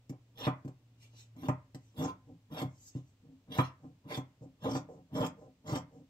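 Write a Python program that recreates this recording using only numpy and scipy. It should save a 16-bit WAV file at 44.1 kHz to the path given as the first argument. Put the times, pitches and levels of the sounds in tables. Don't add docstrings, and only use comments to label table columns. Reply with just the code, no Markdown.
import sys
import numpy as np
from scipy import signal
from scipy.fft import rfft, irfft
from scipy.io import wavfile
from scipy.ndimage import uniform_filter1d

SR = 44100
rng = np.random.default_rng(int(sys.argv[2]) if len(sys.argv) > 2 else 0)


def dump_mix(stems):
    frames = np.atleast_2d(stems).T
    limited = np.clip(frames, -1, 1)
    pcm = np.round(limited * 32767).astype(np.int16)
    wavfile.write(sys.argv[1], SR, pcm)


N = 268569
T = np.arange(N) / SR

# bite in seconds, length in seconds, landing ahead of the bite in seconds,
# landing level in dB, push on the table in dB, crunch of threads in dB, shear of the blades in dB,
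# rasp of the edges in dB, fizz of fibres in dB, growth of the grip over the stroke in dB.
SNIPS = [(0.379, 0.0785, 0.036, -63, -47.5, -45.5, -46.5, -65, -67.5, 12.5),
         (1.383, 0.0759, 0.0315, -50, -44.5, -51.5, -60, -76.5, -74.5, 17),
         (1.981, 0.11415, 0.0151, -49, -37.5, -40.5, -54.5, -61.5, -68, -6),
         (2.526, 0.0907, 0.0248, -44, -49.5, -45.5, -50.5, -70.5, -64.5, 9.5),
         (3.522, 0.0801, 0.045, -43, -50.5, -44, -46.5, -65.5, -66, 6),
         (4.094, 0.0659, 0.0485, -46.5, -46.5, -42, -46, -57.5, -64, 5.5),
         (4.633, 0.1416, 0.0086, -72, -35, -38.5, -52.5, -54.5, -71, 2),
         (5.149, 0.1055, 0.033, -42, -34, -34.5, -51.5, -53, -68, 1.5),
         (5.676, 0.0906, .034, -53.5, -35.5, -37, -50.5, -50.5, -67.5, 3)]
# start in seconds, length in seconds, rub on the table in dB,
# rub in the pivot in dB.
OPENINGS = [(2.265, 0.059, -54.5, -68), (3.231, 0.0916, -59.5, -79.5), (3.817, 0.0802, -58.5, -65.5),
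            (4.424, 0.0285, -55, -56.5), (4.885, 0.1013, -58, -59.5), (5.379, 0.0978, -59.5, -61.5),
            (5.928, 0.0853, -59.5, -61.5)]
# time in seconds, strength in dB,
# hardness as a top cut-off in Hz, lightness as a bottom cut-off in Hz.
KNOCKS = [(.096, -27.5, 374, 163), (.125, -38, 669, 280), (.469, -18, 1466, 130), (.476, -24.5, 1175, 548),
          (.648, -28, 385, 152), (0.677, -34.5, 600, 139), (1.134, -50, 658, 400), (1.433, -30, 711, 198),
          (1.486, -20, 1418, 70), (1.746, -35, 678, 130), (2.014, -27.5, 850, 275), (2.047, -21, 860, 263),
          (2.53, -35, 850.7, 454), (2.593, -25.5, 930, 550), (2.617, -21, 814, 224), (2.645, -30, 195, 50),
          (2.951, -27.5, 371.7, 93), (2.976, -40.5, 600.3, 248), (3.586, -16.5, 1836, 85),
          (3.843, -37.5, 611, 298), (4.175, -26, 940, 117), (4.41, -40.5, 315, 109), (4.644, -25, 900, 330),
          (4.678, -21, 799.2, 400), (4.752, -22, 1123, 242), (5.202, -23, 301, 90), (5.231, -17, 950, 403),
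          (5.721, -23, 508, 80.3), (5.735, -22.5, 643, 447), (5.757, -26.5, 976, 97)]
# time in seconds, level in dB.
TICKS = [(0.0941, -51), (0.4295, -61), (.47, -48), (.648, -63), (0.6785, -60.5), (1.364, -66),
         (1.4315, -62), (1.484, -47), (1.746, -49), (2.5907, -47.5), (2.6182, -45.5), (2.8529, -72.5),
         (3.5848, -51), (4.172, -46.5), (4.7533, -46.5), (5.263, -40.5), (5.72, -58), (5.7553, -42)]
# time of the height in seconds, swelling in seconds,
# fading in seconds, brushing level in dB, silky hiss in dB.
SWISHES = [(1.03, 0.0837, 0.114, -59.5, -67.5), (1.193, 0.1243, 0.147, -57, -65.5),
           (1.85, 0.31, 0.45, -78.5, -79.5), (2.83, 0.313, 0.176, -78, -69),
           (2.882, 0.0795, 0.055, -88.5, -56), (2.965, 0.108, 0.118, -67, -73.5),
           (3.08, .08, .12, -92.5, -80.5), (3.644, .06, 0.0935, -50, -76)]

# pitch in Hz, level in dB, decay by 60 dB in seconds.
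TABLE_MODES = [(90.9, -13.5, 0.42), (130.01, 5, 0.2593), (166.57, -1.5, 0.17), (191.9, -15, 0.27),
               (264.47, 2.5, 0.2073), (292.1, 0.5, 0.14), (341.2, -3.5, 0.089), (379.96, -8.5, 0.13),
               (478.36, -11, 0.1), (522.77, -6, 0.1116), (612.74, -14.5, 0.075), (748.6, -7.5, 0.131),
               (856.4, -14, 0.034), (865.7, -13.5, 0.14), (952.7, -14.5, 0.063), (1026.2, -7.5, 0.1893),
               (1065.6, -9.5, 0.071), (1246, -12, 0.052), (1285, -22, 0.11), (1329.2, -10, 0.065),
               (1428, -18.5, 0.083), (1533, -29, 0.068), (1853, -24.5, 0.17), (2262, -19, .11),
               (2650, -20.5, .1), (3430, -18, 0.11)]
# pitch in Hz, width in Hz.
DEAD_PITCHES = [(228, 41), (408, 52), (555, 46), (678, 60)]
# pitch in Hz, width in Hz, level in dB.
BLADE_MODES = [(2093, 180, -1.5), (3255.3, 67, 5.5), (4255, 1100, -3.5)]

# frequency in Hz, level in dB.
THUD_COLOUR = [(30, -52.5), (55, -22.5), (85, -2.5), (160, 2.5), (330, -2.5), (480, -2), (1000, -6),
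               (1700, -15.5), (3000, -23), (4500, -43), (15000, -47.5)]
CLACK_COLOUR = [(60, -19), (130, 6), (300, 6.5), (520, -15.5), (1050, 0), (1600, -7), (2300, 3.5),
                (3300, -10.5), (6000, -23)]
PUSH_COLOUR = [(25, -43.5), (55, -11.5), (85, -3.5), (130, -11.5), (175, 5), (270, 0.5), (360, -6.5),
               (480, -14.5), (1000, -37)]
CRUNCH_COLOUR = [(150, -28.5), (330, -9.5), (470, 3), (750, -4), (1000, -4.5), (1350, -6.5), (2200, -10),
                 (3500, -17), (8000, -19)]
SHEAR_COLOUR = [(600, -1.5), (1400, 1), (2200, -6.5), (2800, -1.5), (3350, 4.5), (3900, 1), (4600, -12.5),
                (6000, -13.5), (9000, -28), (15500, -40)]
RASP_COLOUR = [(2500, -24), (4400, 0), (5400, 7), (6700, 3), (7700, 5.5), (8600, -16.5), (9500, -29.5),
               (15600, -15.5)]
FIZZ_COLOUR = [(3000, -40.5), (8000, -4), (9500, -12.5), (10400, -5), (10900, -3.5), (11800, 6.5),
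               (12800, -7.5), (13800, 1.5), (15600, -6)]
SLIDE_COLOUR = [(25, -13.5), (50, 2.5), (90, -6.5), (128, -9.5), (165, 5.5), (270, 2), (360, -7),
                (480, -20.5), (1000, -48)]
PIVOT_COLOUR = [(200, -38.5), (380, -4), (490, 5.5), (620, -3.5), (780, -5.5), (1050, -20.5), (1500, -21),
                (4000, -42)]
CHATTER_COLOUR = [(300, -16.5), (600, 4), (680, 4), (770, -2), (1030, 10), (1330, -2), (1550, -10),
                  (2300, -12), (2900, -18.5), (3400, -25), (4000, -37), (9000, -50)]
TICK_COLOUR = [(500, -10.5), (2000, 8), (4000, -2), (6500, 4.5), (8000, 5.5), (9500, -21), (12000, -4),
               (15500, -13.5)]
BRUSH_COLOUR = [(500, -4.5), (1600, -10.5), (2900, 5), (4200, -3.5), (6000, -6), (12000, -24.5)]
SILK_COLOUR = [(2500, -23.5), (5000, -4), (6200, 1.5), (7800, 2), (9300, -27), (12500, -12.5),
               (15500, -29.5)]
AIR_COLOUR = [(20, -19), (45, -9), (70, -3), (120, -2), (150, -6), (230, -9), (268, -3), (330, -16),
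              (500, -17), (750, -21), (1050, -23), (1500, -27), (2800, -25), (4500, -29), (7900, -32),
              (9400, -42), (15500, -37)]

# frequency in Hz, decay by 60 dB in seconds.
ROOM_DECAY = [(100, 0.21), (300, 0.38), (1000, 0.25), (1700, 0.375), (3000, 0.18), (6000, 0.14),
              (14000, 0.049)]
# frequency in Hz, level in dB.
ROOM_COLOUR = [(100, -21), (300, -21), (700, -7), (1500, -3.5), (5000, -1), (14000, 0)]
# frequency in Hz, likeness from 0 to 1.
LIKENESS = [(30, .93), (70, .995), (160, .995), (300, .95), (600, .7), (1200, .3), (2500, 0), (15000, 0)]
# delay to the left in seconds,
# delay to the right in seconds, level in dB.
ECHOES = [(.0007, 0.000782, -3.5), (.0019, 0.0014, -16.5), (.0032, .0036, -7), (.0058, 0.0075, -3),
          (.0081, 0.014, -16.5)]

# attack in seconds, release in seconds,
# growth over the stroke in dB (the grip adds to it in a snip), bulge at mid-stroke in dB.
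SETTLE_SHAPE = (.02, .06, 0.14, 0.5)
PUSH_SHAPE = (0.0666, 0.2435, -6.5, 6.5)
CRUNCH_SHAPE = (.06, .065, 1.5, 4)
SHEAR_SHAPE = (.04, .05, 0, 0.76)
RASP_SHAPE = (.042, 0.071, 5, 6.8)
FIZZ_SHAPE = (0.0478, 0.0839, -5.5, -2)
SLIDE_SHAPE = (0.071, 0.106, 2.2, 1.5)
PIVOT_SHAPE = (0.0529, 0.0062, -8.5, 5)
SKIRT_DB = 40

SETTLE_S, SETTLE_CRUNCH_DB = 0.0207, -12.5
RASP_FROM_HZ, RASP_TO_HZ = 5650, 6256
CUSHION_S = .0004
CLACK_DB = 11
CHATTER_DB, CHATTER_DB_PER_OCTAVE = -20, 14.5
HUM_HZ, HUM_LOWEST_HZ, HUM_SAG_HZ_PER_S, HUM_SAG_FROM_S = 117.8, 95.5, 5.9, 0.72
HUM_DB, HUM_FAINTEST_DB, HUM_FADE_DB_PER_S, HUM_FADE_FROM_S = -65.5, -80.5, 4, 2.1
HUM_SWELL_S, HUM_SWELL_WIDTH_S, HUM_SWELL_DB = 1.3, 0.3, 8
AIR_DB = -70
EDGE_HZ = 15750


def snips(top):
    settle = settling()
    scrape = shear() + rasp() + fizz()
    return push(top, settle) + shifting(crunch(top, settle), patchy_db=2.5) + shifting(scrape)


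def settling():
    return sum(stroke(bite_s - lead_s, SETTLE_S, db, SETTLE_SHAPE)
               for bite_s, _, lead_s, db, *_ in SNIPS)


def push(top, settle):
    jolts = slips(per_s=260, spread_db=1.0, clump_db=-1.37)
    pressure = settle + closing(PUSH_SHAPE, column=4)
    return amp(-1.5) * ring(jolts * pressure, top, colour(PUSH_COLOUR))


def crunch(top, settle, catch_db=2.0):
    catches = amp(catch_db * evened(signal.resample(rng.standard_normal(size=400), N)))
    cutting = amp(SETTLE_CRUNCH_DB) * settle + catches * closing(CRUNCH_SHAPE, column=5)
    jolts = slips(per_s=360, spread_db=3.5, clump_db=2.5)
    return amp(-3.0) * ring(jolts * cutting, top, colour(CRUNCH_COLOUR))


def shear(steel_db=-3):
    threads = slips(per_s=1100, spread_db=4.5, clump_db=1.5)
    steel = sum(amp(db) * evened(resonate(threads, hz, width_hz)) for hz, width_hz, db in BLADE_MODES)
    scrape = ring(threads, colour(SHEAR_COLOUR)) + amp(steel_db) * evened(steel)
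    return amp(-5.0) * scrape * closing(SHEAR_SHAPE, column=6)


def rasp(edge_db=-3):
    grit = slips(per_s=1600, spread_db=4.0, clump_db=4.5)
    bite_and_end_s = np.ravel([(bite_s, bite_s + length_s) for bite_s, length_s, *_ in SNIPS])
    edge_hz = np.interp(T, bite_and_end_s, [RASP_FROM_HZ, RASP_TO_HZ] * len(SNIPS))
    edge = evened(resonate(grit, edge_hz, width_hz=2420))
    scrape = evened(ring(grit + amp(edge_db) * edge, colour(RASP_COLOUR)))
    return amp(-1.0) * scrape * closing(RASP_SHAPE, column=7)


def fizz():
    fibres = slips(per_s=3100, spread_db=6.5, clump_db=4.5)
    return amp(-1.0) * ring(fibres * closing(FIZZ_SHAPE, column=8), colour(FIZZ_COLOUR))


def openings(top, silk_db=-24):
    weight = sum(stroke(s, length_s, db, SLIDE_SHAPE) for s, length_s, db, _ in OPENINGS)
    effort = sum(stroke(s, length_s, db, PIVOT_SHAPE) for s, length_s, _, db in OPENINGS)
    table_rub = slips(per_s=870, spread_db=-2, clump_db=1.5) * weight
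    pivot_rub = slips(per_s=180, spread_db=5, clump_db=3.0) * effort
    slide = amp(3.5) * ring(table_rub, top, colour(SLIDE_COLOUR))
    pivot = amp(5.5) * ring(pivot_rub, top, colour(PIVOT_COLOUR))
    silk = amp(silk_db) * ring(rng.standard_normal(N) * effort, colour(SILK_COLOUR))
    return slide + pivot + silk


def knocks(top, chatter_s=0.01317):
    thuds, bounces = np.zeros((2, N))
    t = np.arange(SR // 8) / SR
    struck = top.copy()
    add(struck, 0, amp(CLACK_DB) * colour(CLACK_COLOUR))
    for s, db, hard_hz, light_hz in KNOCKS:
        blow = signal.lfilter(*signal.butter(3, min(hard_hz, SR / 4), fs=SR), struck)
        blow = signal.lfilter(*signal.butter(2, light_hz, "high", fs=SR), blow)
        add(thuds, s, amp(db) * blow)
        octaves = np.log2(hard_hz / 1000)
        chatter_db = db + CHATTER_DB + CHATTER_DB_PER_OCTAVE * octaves
        add(bounces, s, amp(chatter_db) * np.exp(-t / chatter_s))
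    contacts = slips(per_s=1200, spread_db=-2.0, clump_db=-2.63)
    return thuds + ring(bounces * contacts, colour(CHATTER_COLOUR))


def ticks(decay_s=0.0037, rise_s=0.00028, level_db=-1):
    bursts = np.zeros(N)
    t = np.arange(SR // 25) / SR
    envelope = (1 - np.exp(-t / rise_s)) * np.exp(-t / decay_s)
    for s, db in TICKS:
        add(bursts, s, amp(db + level_db) * envelope * rng.standard_normal(len(t)))
    return ring(bursts, colour(TICK_COLOUR))


def swishes(roundness=1.184):
    brushing, hissing = np.zeros((2, N))
    for s, swell_s, fade_s, brush_db, silk_db in SWISHES:
        away = np.clip(np.maximum((s - T) / swell_s, (T - s) / fade_s), 0, 10)
        speed = amp(-SKIRT_DB * away ** roundness)
        brushing += amp(brush_db) * speed
        hissing += amp(silk_db) * speed
    brush = amp(-6) * ring(rng.standard_normal(N) * brushing, colour(BRUSH_COLOUR))
    silk = amp(-1.5) * ring(rng.standard_normal(N) * hissing, colour(SILK_COLOUR))
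    return shifting(brush + silk, patchy_db=4.5)


def table_top(thud_db=-6):
    t = np.arange(SR // 2) / SR
    top = np.zeros(len(t))
    for k, (hz, db, t60) in enumerate(TABLE_MODES):
        top += (-1) ** k * amp(db - 60 * t / t60) * np.sin(2 * np.pi * hz * t)
    add(top, 0, amp(thud_db) * np.linalg.norm(top) * colour(THUD_COLOUR))
    top = top * (1 - np.exp(-t / CUSHION_S))
    for hz, width_hz in DEAD_PITCHES:
        top = signal.lfilter(*signal.iirnotch(hz, hz / width_hz, fs=SR), top)
    return top / abs(top).max()


def first_echoes(x, above_hz=1200):
    treble = signal.lfilter(*signal.butter(2, above_hz, "high", fs=SR), x)
    out = np.zeros((2, N))
    for left_s, right_s, db in ECHOES:
        add(out[0], left_s, amp(db) * treble)
        add(out[1], right_s, amp(db) * treble)
    return out


def room(x, lead_s=0.000217, first_echo_s=.004):
    hz, t, z = signal.stft(noise_pair(SR // 2), SR, nperseg=256)
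    t60 = np.maximum(read(ROOM_DECAY, hz), .02)[:, None]
    fade = np.sqrt(np.log(10 ** 6) / (t60 * SR)) * amp(-60 * t / t60)
    tail = signal.istft(z * fade * amp(read(ROOM_COLOUR, hz))[:, None], SR, nperseg=256)[1]
    tail = np.pad(tail, ((0, 0), (round(first_echo_s * SR), 0)))
    delay = np.exp(-2j * np.pi * np.fft.rfftfreq(N, 1 / SR) * lead_s)
    right = irfft(rfft(x) * delay, N)
    return np.array([x, right]) + signal.oaconvolve(x[None], tail, axes=1)[:, :N]


def hum(waver_db=1.0):
    hz = np.clip(HUM_HZ - HUM_SAG_HZ_PER_S * (T - HUM_SAG_FROM_S), HUM_LOWEST_HZ, HUM_HZ)
    db = np.clip(HUM_DB - HUM_FADE_DB_PER_S * (T - HUM_FADE_FROM_S), HUM_FAINTEST_DB, HUM_DB)
    swell = HUM_SWELL_DB * np.exp(-((T - HUM_SWELL_S) / HUM_SWELL_WIDTH_S) ** 2)
    waver = waver_db * evened(signal.resample(rng.standard_normal(size=90), N))
    return np.sqrt(2) * amp(db + swell + waver) * np.sin(2 * np.pi * np.cumsum(hz) / SR)


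def air():
    gain = amp(read(AIR_COLOUR, np.fft.rfftfreq(N, 1 / SR)))
    return amp(AIR_DB) * evened(irfft(rfft(noise_pair(N)) * gain, N))


def stroke(start, length, db, shape):
    attack_s, release_s, growth_db, bulge_db = shape
    done = np.clip((T - start) / length, 0, 1)
    outside = np.maximum(start - T, 0) / attack_s + np.maximum(T - start - length, 0) / release_s
    hold_db = growth_db * (done - .5) + bulge_db * (np.sin(np.pi * done) - 1)
    return amp(db + hold_db - SKIRT_DB * np.minimum(outside, 10))


def closing(shape, column):
    attack_s, release_s, growth_db, bulge_db = shape
    return sum(stroke(row[0], row[1], row[column], (attack_s, release_s, growth_db + row[-1], bulge_db))
               for row in SNIPS)


def slips(per_s, spread_db, clump_db):
    gaps = rng.gamma(2, .5, int(per_s * N / SR * 2)) * SR / per_s
    at = np.cumsum(gaps).astype(int)
    at = at[at < N]
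    sizes = amp(spread_db * np.minimum(rng.exponential(1, len(at)), 3))
    train = np.zeros(N)
    train[at] = rng.choice([-1, 1], len(at)) * sizes
    clumps = evened(uniform_filter1d(rng.standard_normal(N), size=350))
    return evened(train * amp(clump_db * np.clip(clumps, -2, 2)))


def shifting(x, patchy_db=6.0):
    z = signal.stft(x, SR, nperseg=512, noverlap=384)[2]
    patches = uniform_filter1d(rng.standard_normal(z.shape), size=3, axis=0)
    patches = evened(uniform_filter1d(patches, size=20, axis=1))
    gain = evened(amp(patchy_db * np.clip(patches, -2, 2)))
    return signal.istft(z * gain, SR, nperseg=512, noverlap=384)[1][:N]


def resonate(x, hz, width_hz):
    turn = np.exp(2j * np.pi * np.cumsum(hz * np.ones(N)) / SR)
    r = np.exp(-np.pi * width_hz / SR)
    return 2 * (turn * signal.lfilter([1 - r], [1, -r], x / turn)).real


def ring(drive, *bodies):
    response = np.ones(1)
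    for body in bodies:
        response = signal.fftconvolve(response, body)
    return signal.oaconvolve(drive, response / np.linalg.norm(response))[:N]


def colour(points, size=4096):
    log_gain = np.log(amp(read(points, abs(np.fft.fftfreq(size, 1 / SR)))))
    click = np.fft.ifft(np.exp(np.conj(signal.hilbert(log_gain)))).real[:size // 2]
    return click / np.linalg.norm(click)


def noise_pair(size):
    a, b = rfft(rng.standard_normal((2, size)))
    same = np.clip(read(LIKENESS, np.fft.rfftfreq(size, 1 / SR)), 0, 1)
    mid = a * np.sqrt((1 + same) / 2)
    side = b * np.sqrt((1 - same) / 2)
    return irfft(np.array([mid + side, mid - side]), size)


def amp(db):
    return 10 ** (np.asarray(db) / 20)


def evened(x):
    return x / np.sqrt(np.mean(x ** 2) + 1e-20)


def read(points, hz):
    f, value = np.transpose(points)
    return np.interp(np.log(hz + 1), np.log(f + 1), value)


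def add(mix, s, sound):
    part = mix[max(round(s * SR), 0):][:len(sound)]
    part += sound[:len(part)]


def scene():
    top = table_top()
    work = snips(top) + openings(top) + knocks(top) + ticks() + swishes()
    return room(work) + first_echoes(work) + hum() + air()


def record(dry):
    low_pass = signal.firwin(511, EDGE_HZ, window=("kaiser", 9), fs=SR)
    return signal.oaconvolve(dry, low_pass[None], "same")


dry = scene()
out = record(dry)
dump_mix(out)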